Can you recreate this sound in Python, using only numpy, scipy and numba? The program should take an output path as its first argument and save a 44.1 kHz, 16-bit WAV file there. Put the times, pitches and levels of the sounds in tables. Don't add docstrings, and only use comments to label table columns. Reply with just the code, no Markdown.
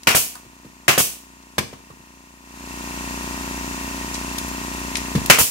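import sys
import numpy as np
from scipy import signal
from scipy.fft import rfft, irfft
from scipy.io import wavfile
from numba import njit

SR = 44100
rng = np.random.default_rng(int(sys.argv[2]) if len(sys.argv) > 2 else 0)


def generate_wav(signal):
    frames = np.transpose(np.atleast_2d(signal))
    scaled = np.clip(frames, -1, 1) * 32767
    pcm = np.round(scaled).astype(np.int16)
    wavfile.write(sys.argv[1], SR, pcm)


N = 242550
T = np.arange(N) / SR


def stapler():
    out = np.zeros((2, N))
    shots(out)
    vents(out)
    knocks(out)
    clicks(out)
    return out


def shots(out):
    # start in seconds, bang level in dB, wood level in dB, left minus right in dB.
    shot_rows = [(0.0709, 6, 8.5, 1), (0.8804, 6.5, 8.5, 0), (5.299, 9.5, 13, 0.5)]
    # frequency in Hz, relative level in dB per Hz.
    bang_colour = [(50, -30), (110, -14.5), (340, -2.5), (760, -3.5), (1300, 0.5), (1800, -1.5), (2420, 2),
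                   (3060, -1), (3500, -7.5), (6600, -7.5), (15600, -15.5)]
    for start_s, bang_db, wood_db, pan_db in shot_rows:
        crack = .8 * burst(.0002, .001, .012)
        short_shake = burst(0.0025, 0.011, 0.095)
        long_shake = undb(-7.5) * burst(0.00039, 0.045, 0.26)
        bang = colour(grit(1.8) * (crack + short_shake + long_shake), bang_colour)
        wood = panel(0.59, 1.0)
        add(out, start_s, undb(bang_db) * bang + undb(wood_db) * wood, pan_db)


def vents(out):
    # start in seconds, slam level in dB, wood level in dB, air level in dB, left minus right in dB.
    vent_rows = [(0.1472, -3, -5, 6.5, -0.5), (0.9775, -1, 1.5, 6, -0.5), (5.385, -2.5, 4.5, 7.5, -1.5)]
    # frequency in Hz, relative level in dB per Hz.
    slam_colour = [(150, -1), (400, -2), (900, -0.5), (1800, -6), (3000, -6.5), (4500, -19.5), (15600, -32)]
    air_colour = [(300, -9), (900, -34), (1800, -26), (2400, 1), (3100, 0), (3800, -3), (5000, 1),
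                  (6700, 3.5), (10000, 4), (15600, 2.5)]
    for start_s, slam_db, wood_db, air_db, pan_db in vent_rows:
        hit = 2.2 * burst(.0004, .003, .012)
        slam = colour(grit(1.83) * (hit + burst(0.0018, 0.031, 0.019)), slam_colour)
        recoil = panel(0.54, 0.78)
        drop = np.roll(panel(3.8, 0.69), int(0.019 * SR))
        wood = recoil + undb(-6.0) * drop
        air = colour(grit(0.44) * burst(0.0044, 0.018, 0.32), air_colour)
        add(out, start_s, undb(slam_db) * slam + undb(wood_db) * wood + undb(air_db) * air, pan_db)


def knocks(out):
    # start in seconds, level in dB, contact time in ms, share of the wood's free ring time.
    knock_rows = [(.449, -26, 1.16, 0.56), (.459, -21, 3, .7), (0.6477, -17, 1.7, 0.66),
                  (.663, -24, 1.8, .6), (1.5815, 8.5, 0.69, 1.12), (1.606, -7.5, 1.8, 0.77),
                  (1.63, -14, 0.98, .8), (1.729, -12, 1.35, 1.1), (1.784, -26.5, 2, 0.82),
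                  (1.902, -18.5, 1.9, 1), (1.995, -24, 2.5, 0.58), (5.152, -7.5, 2.25, 0.43),
                  (5.167, -20.5, 2.1, 0.65), (5.178, -18, 1.8, 0.52)]
    # frequency in Hz, relative level in dB per Hz.
    rattle_colour = [(180, -22), (300, -19), (1140, -6.5), (1440, -18), (1760, -10), (2070, -10.5),
                     (6070, -18), (15600, -27.5)]
    for start_s, db, contact_ms, ring_share in knock_rows:
        rattle_db = -9.5 - 7.5 * np.log2(contact_ms)
        rattle = colour(grit(0.57) * burst(0.00039, 0.008, 0.054), rattle_colour)
        wood = panel(contact_ms, ring_share)
        add(out, start_s, undb(db) * (wood + undb(rattle_db) * rattle), -.6)


def clicks(out):
    # start in seconds, level in dB, lowest frequency in Hz, highest frequency in Hz,
    # left minus right in dB.
    click_rows = [(.0327, -20, 1980, 10600, -0.5), (.353, -19, 740, 1500, -2),
                  (.354, -17.5, 3500, 11970, -3), (1.426, -31, 2000, 8100, -3), (1.732, -26, 880, 1220, 5),
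                  (1.901, -27, 875, 1150, -8), (4.142, -25, 4000, 8000, 3), (4.151, -26.5, 1600, 8100, -3),
                  (4.3827, -22, 1790, 11800, 2), (4.392, -36, 2480, 15000, -6),
                  (4.483, -32, 5000, 15000, 0), (4.954, -18, 1750, 6540, 3), (4.968, -20.5, 2000, 9400, 2),
                  (5.153, -32, 1500, 5000, -3), (5.2598, -23, 3200, 14700, 1)]
    for start_s, db, lo_hz, hi_hz, pan_db in click_rows:
        t60_s = 0.13 * (1200000.0 / lo_hz / hi_hz) ** (0.65 / 2)
        tick = level(band(grit(3), lo_hz, hi_hz), 0) * burst(.0004, .001, t60_s)
        add(out, start_s, undb(db) * tick, pan_db)


def panel(contact_ms, ring_share):
    # frequency in Hz, relative level in dB, time to fall by 60 dB in seconds.
    modes = [(96, -10.5, 0.22), (134.3, -6, 0.17), (195.6, -5, 0.13), (254.7, -8.5, 0.18),
             (355, 8.5, 0.028), (449, -3, 0.039), (600, -5.5, 0.019), (714, -2, .07), (900, -19, 0.084),
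             (1200, -15, .05), (1866, 18.5, 0.022), (345, 11.5, 0.027), (665, 7.5, 0.015)]
    t = T[:SR // 2]
    ring = np.zeros(len(t))
    for k, (hz, db, t60_s) in enumerate(modes):
        level_chance, pitch_chance = rng.standard_normal(2)
        fade = undb(db + 2 * level_chance - 60 * t / (t60_s * ring_share))
        tone = np.sin(2 * np.pi * hz * (1 + 0.044 * pitch_chance) * t)
        ring += (-1) ** k * fade * tone
    push = np.sin(np.pi * np.minimum(t[:SR // 100] * 1000 / contact_ms, 1))
    ring = signal.fftconvolve(ring, push)[:len(t)]
    return ring / np.abs(ring).max()


def compressor():
    # frequency in Hz, relative level in dB.
    thump_colour = [(60, -57), (120, -12), (240, -7), (390, -11), (440, -24), (560, -17.5), (660, -20.5),
                    (830, -16), (1050, -15)]
    # multiple of the stroke rate, relative level in dB.
    hum_rows = [(2, 0.5), (7, -3.5), (9, -0.5), (22, -12)]
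    # frequency in Hz, relative level in dB per Hz.
    clatter_colour = [(650, -29), (1100, -8), (1230, 12.5), (2620, 12.5), (3600, -12), (4680, -32),
                      (7920, -120)]
    hiss_colour = [(30, -32), (66, -1.5), (108, -18), (270, -8), (456, -18.5), (750, -19.5), (1030, -13.5),
                   (1560, -16.5), (2700, -15.5), (3330, -18), (5200, -17), (6900, -14.5), (8600, -19.5),
                   (15600, -26.5)]
    stroke_hz, stroke_s = 29.886, 3.2105
    turn = 2 * np.pi * stroke_hz * (T - stroke_s)
    apart = np.array([[1], [-1]])

    def partial(k, db, scatter):
        random_phase = scatter * rng.uniform(-np.pi, np.pi)
        return -undb(db) * np.cos(k * (turn + 0.026 * apart) + random_phase)

    low = np.arange(3, 36)
    low_db = shape(thump_colour, low * stroke_hz) + 3.5 * rng.standard_normal(len(low)) * (low > 13)
    whine = {31: -4, 34: -3.5, 37: -7.5}
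    lines = {**dict(zip(low, low_db)), **dict(hum_rows), **whine}
    thump = 0
    for k, db in lines.items():
        scatter = .2 if k in whine else min(k / 40, 1)
        thump = thump + partial(k, db, scatter)
    strokes = np.arange(-100, 100)
    stroke_chance = rng.standard_normal(len(strokes))
    thump = thump * undb(0.25 * np.interp(turn / (2 * np.pi), strokes, stroke_chance))

    high = np.arange(39, 120)
    high_db = shape(clatter_colour, high * stroke_hz) + 2.5 * rng.standard_normal(len(high))
    clatter = sum(partial(k, db, 1) for k, db in zip(high, high_db))
    hiss = colour(pair(N, apart_hz=201), hiss_colour) * undb(0.64 * np.cos(turn + 2.2))
    fan = level(np.sin(2 * np.pi * 124.7 * T), -55)
    machine = level(thump, -31) + level(clatter, -39) + level(hiss, -33) + reeds(stroke_hz, stroke_s) + fan
    lean = undb(0.32 * apart / 2)
    return lean * machine


def reeds(stroke_hz, stroke_s):
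    # frequency in Hz, level in dB, time to fall by 60 dB in seconds, delay after the thump in seconds.
    reed_rows = [(1480, -58, 0.12, 0.012), (1862, -46.5, 0.093, 0.002895), (2400, -57.5, 0.017, 0.0209),
                 (2701, -45, 0.06, 0.0058)]
    starts = stroke_s % (1 / stroke_hz) + np.arange(-1, N / SR * stroke_hz - 1) / stroke_hz
    out = np.zeros((2, N))
    t = T[:SR // 10]
    for hz, db, t60_s, delay_s in reed_rows:
        time_chance, strength_chance = rng.standard_normal((2, len(starts)))
        at = np.clip((starts + delay_s + .00004 * time_chance) * SR, 0, N - 1).astype(int)
        impulses = np.zeros(N)
        impulses[at] = undb(1.8 * strength_chance)
        tone = np.sin(2 * np.pi * hz * t + np.array([[0], [1.4]]))
        ring = np.minimum(t / 0.00038, 1) * undb(-60 * t / t60_s) * tone
        out += level(signal.fftconvolve(impulses[None], ring, axes=1)[:, :N], db)
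    return out


def shop(x):
    # frequency in Hz, time to fall by 60 dB in seconds.
    echo_rows = [(150, 0.3), (500, 0.37), (1500, 0.19), (4000, 0.45), (10000, 0.33)]
    t = T[:SR // 2]
    tails = np.zeros((2, len(t)))
    for hz, t60_s in echo_rows:
        noise = rng.standard_normal((2, len(t)))
        tails += band(noise, hz / 2, hz * 2.37) * undb(-60 * t / t60_s)
    tails = tails * np.minimum(t / 0.016, 1)
    tails = tails / np.sqrt(np.sum(tails ** 2, axis=1, keepdims=True))
    echoes = signal.fftconvolve(x.mean(0, keepdims=True), tails)[:, :N]
    return x + undb(-8) * echoes


def grit(scatter_db, size=SR // 2):
    jumps = np.repeat(rng.standard_normal(size // 44 + 1), 44)[:size]
    return level(pair(size) * undb(scatter_db * jumps), 0)


def pair(size, apart_hz=400):
    mid, side = rng.standard_normal((2, size))
    side = signal.sosfilt(signal.butter(1, apart_hz, "high", fs=SR, output="sos"), side)
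    return mid + side * np.array([[1], [-1]])


def burst(rise_s, hold_s, t60_s, size=SR // 2):
    t = T[:size]
    rise = np.minimum(t / max(rise_s, 1 / SR), 1)
    return rise * undb(-60 * np.maximum(t - rise_s - hold_s, 0) / t60_s)


def undb(db):
    return 10 ** (np.asarray(db) / 20)


def level(x, db):
    return x * undb(db) / np.sqrt(np.mean(x ** 2))


def shape(table, hz):
    at, value = np.transpose(table)
    return np.interp(np.log(np.maximum(hz, 1)), np.log(at), value)


def colour(x, table, size=4096):
    bins_hz = np.arange(size // 2 + 1) * SR / size
    ceps = irfft(np.log(undb(shape(table, bins_hz))))
    ceps[1:size // 2] *= 2
    taps = irfft(np.exp(rfft(ceps[:size // 2], size)))[:size // 2]
    taps = taps / np.sqrt(np.sum(taps ** 2))
    x = np.atleast_2d(x)
    return signal.fftconvolve(x, taps[None], axes=1)[:, :x.shape[1]]


def band(x, lo_hz, hi_hz):
    edges = [lo_hz, min(hi_hz, SR * .45)]
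    return signal.sosfilt(signal.butter(2, edges, "band", fs=SR, output="sos"), x)


def add(out, start_s, x, pan_db):
    i = int(start_s * SR)
    sides = undb(np.array([[pan_db], [-pan_db]]) / 2)
    out[:, i:i + x.shape[-1]] += x[..., :N - i] * sides


def scene():
    return shop(stapler()) + compressor()


@njit
def duck(peak, trip, duck_db, hold, attack, release):
    out = np.empty(len(peak))
    wait, first, second = hold, duck_db, duck_db
    for i in range(len(peak)):
        wait = hold if peak[i] > trip else wait - 1
        goal, rate = (duck_db, attack) if wait > 0 else (0., release)
        first += (goal - first) * rate
        second += (first - second) * rate
        out[i] = second
    return out


def record(dry):
    # frequency in Hz, left minus right in dB before each side keeps its noise power.
    port_rows = [(60, 1.0), (4400, 1.5), (8120, 0.0), (15000, -0.5)]
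    ports = np.array(port_rows)
    left = colour(dry[0], ports * [1, .5])
    right = colour(dry[1], ports * [1, -.5])
    dry = np.vstack([left, right])
    dry = signal.sosfilt(signal.butter(2, 48, "high", fs=SR, output="sos"), dry)
    trip, duck_db = .8, -18.0
    hold_s, attack_s, release_s = 0.75, 0.0047, 0.13
    peak = np.abs(dry).max(0)
    gain_db = duck(peak, trip, duck_db, hold_s * SR, 1 / (attack_s * SR), 1 / (release_s * SR))
    loud = np.clip(dry * undb(gain_db), -.85, .85)
    top_hz = 15735
    return signal.sosfilt(signal.ellip(10, .2, 60, top_hz, fs=SR, output="sos"), loud)


dry = scene()
out = record(dry)
generate_wav(out)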